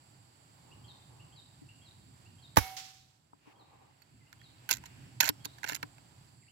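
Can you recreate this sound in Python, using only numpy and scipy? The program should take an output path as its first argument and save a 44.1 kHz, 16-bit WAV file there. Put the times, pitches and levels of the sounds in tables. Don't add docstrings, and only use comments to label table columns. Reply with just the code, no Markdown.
import sys
import numpy as np
from scipy import signal
from scipy.fft import rfft, irfft
from scipy.io import wavfile
from scipy.ndimage import uniform_filter1d

SR = 44100
rng = np.random.default_rng(int(sys.argv[2]) if len(sys.argv) > 2 else 0)


def wrap_up_sound(samples):
    columns = np.atleast_2d(samples).T
    tamed = np.clip(columns, -1, 1)
    steps = np.round(tamed * 32767).astype(np.int16)
    wavfile.write(sys.argv[1], SR, steps)


N = 287091
TIME = np.arange(N) / SR
PORT_LAG = 21

# (time [s], level [dB])
HAMMER = [(2.5715, -2), (2.5774, -11), (2.584, -14), (2.5885, -24)]


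def amp(db):
    return 10 ** (np.asarray(db) / 20)


def rms_one(x):
    return x / np.sqrt(np.mean(x ** 2) + 1e-20)


def curve(rows, column=1):
    points = np.array(rows)
    return np.interp(TIME, points[:, 0], points[:, column])


def at_bins(rows, column=1):
    hz = np.fft.rfftfreq(N, 1 / SR) + 1
    points = np.array(rows)
    return np.interp(np.log(hz), np.log(points[:, 0]), points[:, column])


def noise(colour, channels=1):
    spectrum = rfft(rng.standard_normal((channels, N)))
    return rms_one(irfft(spectrum * amp(at_bins(colour)), N))


def drift(rate):
    knots = rng.standard_normal(400)
    return np.interp(TIME * rate, np.arange(400), knots)


def swells(rows):
    edge_db = 40
    total = np.zeros(N)
    for start_s, rise, hold, fall, db in rows:
        times = start_s + np.cumsum([0, abs(rise), abs(hold), abs(fall)])
        levels = db - edge_db * np.array([1, 0, 0, 1])
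        total += amp(np.interp(TIME, times, levels, left=-200, right=-200))
    return total


def ring(x, hz, t60):
    r = amp(-60 / (max(t60, .001) * SR))
    w = 2 * np.pi * hz / SR
    return signal.lfilter([0, np.sin(w)], [1, -2 * r * np.cos(w), r * r], x + 1e-18)


def dying(start_s, db, t60, rise_s):
    t = np.maximum(TIME - start_s, 0)
    return amp(db - 60 * t / t60) * (1 - np.exp(-t / rise_s))


def near(x, left_db=-3., cavity_db=-30., scatter_db=-6.):
    late = np.concatenate([np.zeros(PORT_LAG), x[:-PORT_LAG]])
    paths = rng.standard_normal((2, 800)) * amp(-60 * TIME[:800] / .025)
    first, second = (np.convolve(late, path / np.sqrt(np.sum(path ** 2)))[:N] for path in paths)
    turn = 2 * drift(40)
    both = late + amp(scatter_db) * (np.cos(turn) * first + np.sin(turn) * second)
    shaded = signal.lfilter(*signal.butter(1, 1500, fs=SR), both) + amp(-19.0) * both
    left = signal.lfilter(*signal.iirnotch(8700, 2.6, SR), amp(left_db) * shaded)
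    cavity = amp(cavity_db) * ring(late, 1080, 0.016)
    return np.array([left + cavity, x])


def breeze_air():
    # (frequency [Hz], left [dB per Hz], right [dB per Hz], left-right likeness [-1 to 1])
    air_spectrum = [(29, -105, -104, 0.99), (62.3, -92.5, -94, 0.73), (130, -81.5, -78, 1),
                    (130, -83.5, -81, 1), (211, -96.5, -94, 0.47), (290, -95, -92, 0.76),
                    (461, -103, -101, -0.1), (820, -99, -94.5, 0.043), (1240, -101, -101, -0.54),
                    (1720, -108, -103, 0.5), (3000, -107, -103, -0.26), (6100, -121, -109, 0.45),
                    (15000, -124, -119, 0.47)]
    # (time [s], rumble swell [dB], leaf hiss swell [dB])
    breeze = [(0, 0.5, -1), (.3, -5.5, -1.5), (.6, 3.5, 0), (2.4, 4.5, -0.5), (3.5, 4, 2), (4.4, 6.5, 1),
              (4.8, 9.5, 2.5), (5.5, 3.5, 3.5), (6.2, 4.5, 0.5), (6.51, -2.5, -6)]
    common, apart = rfft(rng.standard_normal((2, N)))
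    alike = np.clip(at_bins(air_spectrum, column=3), -1, 1)
    pair = np.sqrt(1 + alike) * common + np.sqrt(1 - alike) * apart * [[1], [-1]]
    pair = pair * np.sqrt(SR / 4)
    levels_db = [at_bins(air_spectrum, column=1), at_bins(air_spectrum, column=2)]
    air = irfft(pair * amp(levels_db), N)
    rumble = signal.sosfilt(signal.butter(2, 380, fs=SR, output="sos"), air)
    leaves = air - rumble
    rumble_gain = amp(curve(breeze) + 2.5 * drift(14))
    leaf_gain = amp(curve(breeze, column=2) + .8 * drift(9))
    return rumble * rumble_gain + leaves * leaf_gain


def insects():
    # (centre [Hz], width [Hz], left level [dB], right level [dB])
    drones = [(4604, 510, -73.5, -73.5), (7550, 600, -88.5, -66.5), (8900, 610, -99.5, -79),
              (10700, 1900, -85, -80)]
    out = np.zeros((2, N))
    for hz, width_hz, left_db, right_db in drones:
        edges = [hz - width_hz / 2, hz + width_hz / 2]
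        band = signal.butter(2, edges, "band", fs=SR, output="sos")
        drone = rms_one(signal.sosfilt(band, rng.standard_normal((2, N))))
        out += drone * amp([[left_db], [right_db]]) * amp(0.76 * drift(28))
    return out


def rubbing():
    # (time [s], rise [s], hold [s], fall [s], level [dB])
    drags = [(.4, 0.28, .3, .1, -66.5), (.95, 0.16, 0.21, 0.46, -65.5), (3.4, 0.068, 0.447, 0.043, -54.5)]
    # (frequency [Hz], relative level [dB per Hz])
    rub_colour = [(150, -12), (300, -2), (680, -7), (810, 4), (940, -2), (1200, -3), (1350, -16),
                  (8000, -35)]
    return noise(rub_colour, channels=2) * swells(drags) * amp(3.0 * drift(24.05))


def birds(t60=0.72):
    # (time from last note [s], length [s], from [Hz], to [Hz], relative level [dB])
    phrase = [(-.164, .027, 2550, 2908, -11), (-.036, .024, 3072, 3312, -4.5), (0, .052, 4600, 3690, 0)]
    # (time of last note [s], level [dB], extra level of opening note [dB])
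    phrases = [(0.876, -55, 7), (1.359, -58, 8), (1.85, -59.5, 10.5), (2.42, -58, 5), (2.985, -61, -1),
               (3.589, -57.5, -15), (4.43, -57, 3), (5.437, -59, 0)]
    # (time [s], length [s], from [Hz], to [Hz], level [dB])
    chirps = [(4.207, 0.03, 2150, 2025, -63), (5.046, 0.078, 5400, 5480, -77),
              (5.296, 0.04, 5540, 5500, -68), (6.422, 0.0275, 2800, 1930, -67.5),
              (6.475, 0.032, 2020, 3000, -65.5)]
    notes = list(chirps)
    for s, level, opening in phrases:
        for k, (at, length, from_hz, to_hz, db) in enumerate(phrase):
            notes.append((s + at, length, from_hz, to_hz, db + level + opening * (k == 0)))
    dry = np.zeros(N + SR)
    for s, length, from_hz, to_hz, db in notes:
        u = np.linspace(0, 1, int(length * SR))
        hz = to_hz + (from_hz - to_hz) * (1 - u) ** 2.8
        husk_db = np.interp(u, np.linspace(0, 1, 16), rng.normal(0, 3, 16))
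        waver = np.interp(u, np.linspace(0, 1, 8), rng.normal(0, .012, 8))
        hz *= rng.normal(1, .006) + waver
        envelope = amp(db + husk_db) * np.sqrt(np.sin(np.pi * u ** .7))
        dry[int(s * SR):][:len(u)] += envelope * np.sin(2 * np.pi * np.cumsum(hz) / SR)
    t = TIME[:SR // 2]
    trees = rng.standard_normal((2, len(t))) * amp(-60 * t / t60)
    trees = trees / np.sqrt(np.sum(trees ** 2, axis=1, keepdims=True))
    tail = signal.fftconvolve(dry[None, :N], trees)[:, :N]
    flutter = rms_one(uniform_filter1d(rng.standard_normal((2, N)), 150))
    return dry[:N] + amp(2.5) * tail * (.87 + .5 * flutter)


def knocks():
    # (time [s], level [dB], contact cut-off [Hz])
    blows = [(1.617, -47, 380), (2.767, -54, 500), (3.332, -42, 1500), (3.472, -41, 400),
             (4.712, -39.5, 1386), (5.233, -38.5, 1390), (5.295, -32, 1400), (5.459, -43.5, 1405),
             (5.644, -45.5, 1400), (5.719, -42, 1400), (5.833, -40, 1430)]
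    # (frequency [Hz], level [dB], t60 [s])
    stock = [(164, -17, 0.1), (301.4, -2.5, 0.1), (418, -0.5, 0.029), (600, -11.5, 0.016), (990, 5, 0.023)]
    out, click = np.zeros(N + SR), np.eye(1, SR // 6)[0]
    for s, db, cut_hz in blows:
        blow = signal.sosfilt(signal.butter(4, cut_hz, fs=SR, output="sos"), click)
        for hz, level_db, t60 in stock:
            gain = amp(db + level_db + rng.normal(0, 3.5))
            out[int(s * SR):][:len(click)] += gain * ring(blow, hz, t60)
    out = signal.lfilter(*signal.butter(2, 130, "high", fs=SR), out[:N])
    return np.array([amp(3.5) * np.roll(out, 3 * PORT_LAG), out])


def shot():
    # (time [s], rise [s], hold [s], fall [s], level [dB])
    blast_swells = [(2.5603, 0.00033, 0.00055, 0.0032, -30.5), (2.565, 0.0071, 0.00028, 0.017, -16),
                    (2.5655, 0.0028, 0.02, 0.025, -24)]
    # (frequency [Hz], relative level [dB per Hz])
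    blast_colour = [(200, -7.5), (800, -12.5), (1500, -1), (3400, -10.5), (6000, -10.5), (8700, -19),
                    (12300, -10.5), (15500, -15)]
    # (frequency [Hz], level [dB], t60 [s])
    body_modes = [(902, -1.5, 0.023), (11200, -25.5, 0.047)]
    # (time [s], level [dB], frequency [Hz], t60 [s])
    jolts = [(2.5745, -12, 101, 0.079), (2.5744, -15.5, 170, 0.037), (2.5774, -12, 286, 0.036),
             (2.601, -23.5, 69.5, 0.12)]
    blows, jolt = np.zeros(N), np.zeros(N)
    for s, db in HAMMER:
        blows[int(s * SR)] = amp(db)
    body = sum(amp(db) * ring(blows, hz, t60) for hz, db, t60 in body_modes)
    for s, db, hz, t60 in jolts:
        t = np.maximum(TIME - s, 0)
        jolt += amp(db - 60 * t / t60) * np.sin(2 * np.pi * hz * t)
    blast = noise(blast_colour)[0] * swells(blast_swells)
    shaded = near(body + blast, left_db=-5.5, cavity_db=-35.0, scatter_db=-6.)[0]
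    airborne = signal.lfilter(*signal.butter(2, 450, "high", fs=SR), shaded)
    return np.array([airborne, body + blast + jolt])


def tube():
    # (from [Hz], resting [Hz], left level [dB], right level [dB], t60 [s], swell [s])
    long_modes = [(775, 759, -33, -25, .76, .065), (780, 985, -35, -38, .35, .04),
                  (2202, 2202, -35, -24.5, .36, .055)]
    settle_s = .045
    out, start = 0, HAMMER[0][0]
    for from_hz, hz, left_db, right_db, t60, swell in long_modes:
        pitch = hz + (from_hz - hz) * np.exp(-np.maximum(TIME - start, 0) / settle_s)
        envelope = dying(start, 1.0 * drift(60), t60, swell) * dying(start, 0, np.inf, swell)
        tone = np.sin(2 * np.pi * np.cumsum(pitch) / SR)
        out = out + amp([[left_db], [right_db]]) * envelope * tone
    return out


def echo_and_strike():
    # (time [s], level [dB], t60 [s])
    echo = (2.572, -34.5, 0.87)
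    # (time [s], level [dB], t60 [s])
    strike = (2.766, -34.5, 0.8)
    # (frequency [Hz], relative level [dB per Hz])
    echo_colour, strike_colour = [(300, -14), (1200, -6), (3400, -1), (6000, 0.5), (8700, -9.5),
                                  (12000, -2), (15500, -9)], [(300, -26.5), (1500, -13), (3400, -2.5), (5500, 1),
                                                       (7500, -4.5), (9000, -15), (15500, -17.5)]
    far = noise(echo_colour, channels=2) * dying(*echo, 0.0045)
    crack = amp(6 * np.exp(-abs(TIME - strike[0]) / .008))
    far += noise(strike_colour, channels=2) * dying(*strike, .002) * crack * amp(1.5 * drift(55))
    dull = signal.lfilter(*signal.butter(1, 3500, fs=SR), far[0])
    far[0] = amp(6.5) * signal.lfilter(*signal.iirnotch(8700, .55, SR), dull)
    return far


def brushed_leaves():
    # (time [s], rise [s], hold [s], fall [s], level [dB])
    swishes = [(3.27, 0.202, 0.056, .03, -56), (3.294, 0.4, 0.017, 1.85, -64),
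               (3.51, 1.33, 0.23, 0.42, -65.5)]
    # (frequency [Hz], relative level [dB per Hz])
    swish_colour = [(900, -23), (1400, 0), (2800, 4), (3200, -5), (12000, -22)]
    return noise(swish_colour, channels=2) * swells(swishes)


def cocking(split_hz=3500, raw_db=12.0):
    # (time [s], level [dB], chatter length [ms], brightness [dB])
    contacts = [(4.0192, -43.5, 4.9, -2.5), (4.328, -37, 1.55, -2), (4.4143, -47, 3, -28),
                (4.69, -23, 5.7, -2), (4.705, -20.5, 3.8, -12), (4.7101, -11.5, 3.8, 33),
                (4.7149, -17.5, 4.3, -2), (4.7278, -19.5, 2.6, 13), (4.7317, -27, 1.4, 13),
                (4.7361, -22.5, 2.8, 16), (4.749, -38, 0.89, 10), (4.7515, -37, 1.1, 14),
                (4.7688, -36.5, 2.4, 4), (4.782, -43.5, 2, 9), (4.838, -34.5, 1.46, -40),
                (4.856, -40.5, 7.5, -1), (5.203, -11.5, 6.4, 10), (5.2075, -8, 2.2, 43),
                (5.214, -22, 2.2, -8), (5.229, -25, 4.5, 5), (5.233, -20, 4.1, -16),
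                (5.2413, -22.5, 3.3, 5), (5.2522, -26, 2.5, -12), (5.2574, -23.5, 2.4, 14),
                (5.264, -30, 1, 8), (5.2747, -25, 1.3, 3), (5.2776, -21, 5, -13), (5.29, -9.5, 0.73, 22),
                (5.2925, -22, 3, 21), (5.447, -33.5, 7.2, 8), (5.4538, -26.5, 3.2, 21),
                (5.584, -42, 4.3, -16), (5.6319, -28.5, 1.7, -12), (5.641, -23.5, 3.9, -46),
                (5.6477, -30.5, 2.6, -26), (5.6838, -32, 1, 4), (5.6757, -40, 2.2, 5), (5.6878, -26, 5, 10),
                (5.696, -19, 2.22, -38), (5.705, -33, 1.8, -10), (5.721, -30.5, 2.1, -15),
                (5.732, -28, 1.4, -2), (5.7465, -27.5, 3.1, 10), (5.7522, -22.5, 0.35, 32),
                (5.763, -33.5, 1.2, 7), (5.828, -24, 3.3, -15), (5.982, -45, 1.94, -36)]
    # (frequency [Hz], level [dB], t60 [s])
    action = [(960, 3, 0.0092), (1530, 3, 0.012), (1750, 7.5, 0.015), (2150, 6.5, 0.011),
              (2800, 11, 0.0048), (4337, 10, 0.019), (5500, 4.5, 0.0026), (7010, 16.5, 0.0026),
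              (11200, -4, 0.0014), (12700, 2, 0.0052), (13800, 7, 0.00101)]
    out, t = np.zeros(N + SR), TIME[:SR // 12]
    low = signal.butter(1, split_hz, fs=SR)
    for s, db, length_ms, bright_db in contacts + slips():
        span = max(length_ms, .3) / 1000
        chatter = rng.standard_normal(len(t)) * amp(6 * rng.standard_normal(len(t)))
        chatter *= np.minimum(t / (.1 * span), 1) * np.exp(-np.maximum(t - .5 * span, 0) / (.75 * span))
        strengths_db, shifts = rng.normal(0, 3.5, len(action)), rng.normal(1, .03, len(action))
        dull = signal.lfilter(*low, chatter)
        sound = amp(raw_db) * (amp(-.5 * bright_db) * dull + amp(.5 * bright_db) * (chatter - dull))
        for (hz, level, t60), strength_db, shift in zip(action, strengths_db, shifts):
            lean_db = .5 * bright_db * np.tanh(2 * np.log(hz / split_hz))
            gain = amp(level + lean_db + strength_db) / np.sqrt(t60 * SR / 14)
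            sound += gain * ring(chatter, hz * shift, t60)
        loudest = np.sqrt(uniform_filter1d(sound ** 2, 88).max())
        out[int(s * SR):][:len(t)] += amp(db) * sound / loudest
    thin = signal.sosfilt(signal.butter(4, 850, "high", fs=SR, output="sos"), out[:N])
    thin = .55 * thin + .45 * signal.lfilter(*signal.iirnotch(8900, 2.5, SR), thin)
    thin = signal.lfilter(*signal.iirnotch(1190, 3., SR), thin)
    return near(thin, left_db=-9., cavity_db=-58.0, scatter_db=3.0)


def slips():
    # (from [s], to [s], level at start [dB], level at end [dB], brightness [dB])
    slides = [(4.721, 4.778, -35.5, -51.5, 10), (5.211, 5.302, -31, -39, -12),
              (5.661, 5.769, -41, -44.5, -5)]
    slips_per_s, slip_ms = 340, 2.9
    level_spread_db, bright_spread_db = 4, 10
    rows = []
    for start, end, from_db, to_db, bright_db in slides:
        draws = rng.standard_normal((40, 4))
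        for k, (timing, loudness, length, brightness) in enumerate(draws):
            s = start + (k + .5 + .5 * np.tanh(timing)) / slips_per_s
            if s < end:
                db = from_db + (to_db - from_db) * (s - start) / (end - start)
                rows.append((s, db + level_spread_db * loudness, slip_ms * amp(3.6 * length),
                             bright_db + bright_spread_db * brightness))
    return rows


def scene():
    surroundings = breeze_air() + insects() + birds() * amp([[0.], [-1.]])
    handling = rubbing() + knocks() + brushed_leaves() + cocking()
    return surroundings + handling + shot() + tube() + echo_and_strike()


def record(dry, start_db=-41.5, depth_db=11.0, back_db_per_s=11.0, attack_s=0.26):
    bass = signal.sosfilt(signal.butter(2, 200, fs=SR, output="sos"), dry[1])
    level_db = 10 * np.log10(uniform_filter1d(bass ** 2, 2000) + 1e-12)
    fade_db = back_db_per_s * TIME
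    held_db = np.maximum.accumulate(level_db + fade_db) - fade_db
    cut_db = np.clip(held_db - start_db, 0, depth_db)
    r = np.exp(-1 / (attack_s * SR))
    smooth_cut_db = signal.lfilter([1 - r], [1, -r], cut_db)
    out = signal.sosfilt(signal.butter(3, 50, "high", fs=SR, output="sos"), dry) * amp(-smooth_cut_db)
    rounded = 1.1 * np.tanh(out / 1.1)
    return signal.sosfilt(signal.cheby2(16, 90, 17000, fs=SR, output="sos"), rounded)


dry = scene()
out = record(dry)
wrap_up_sound(out)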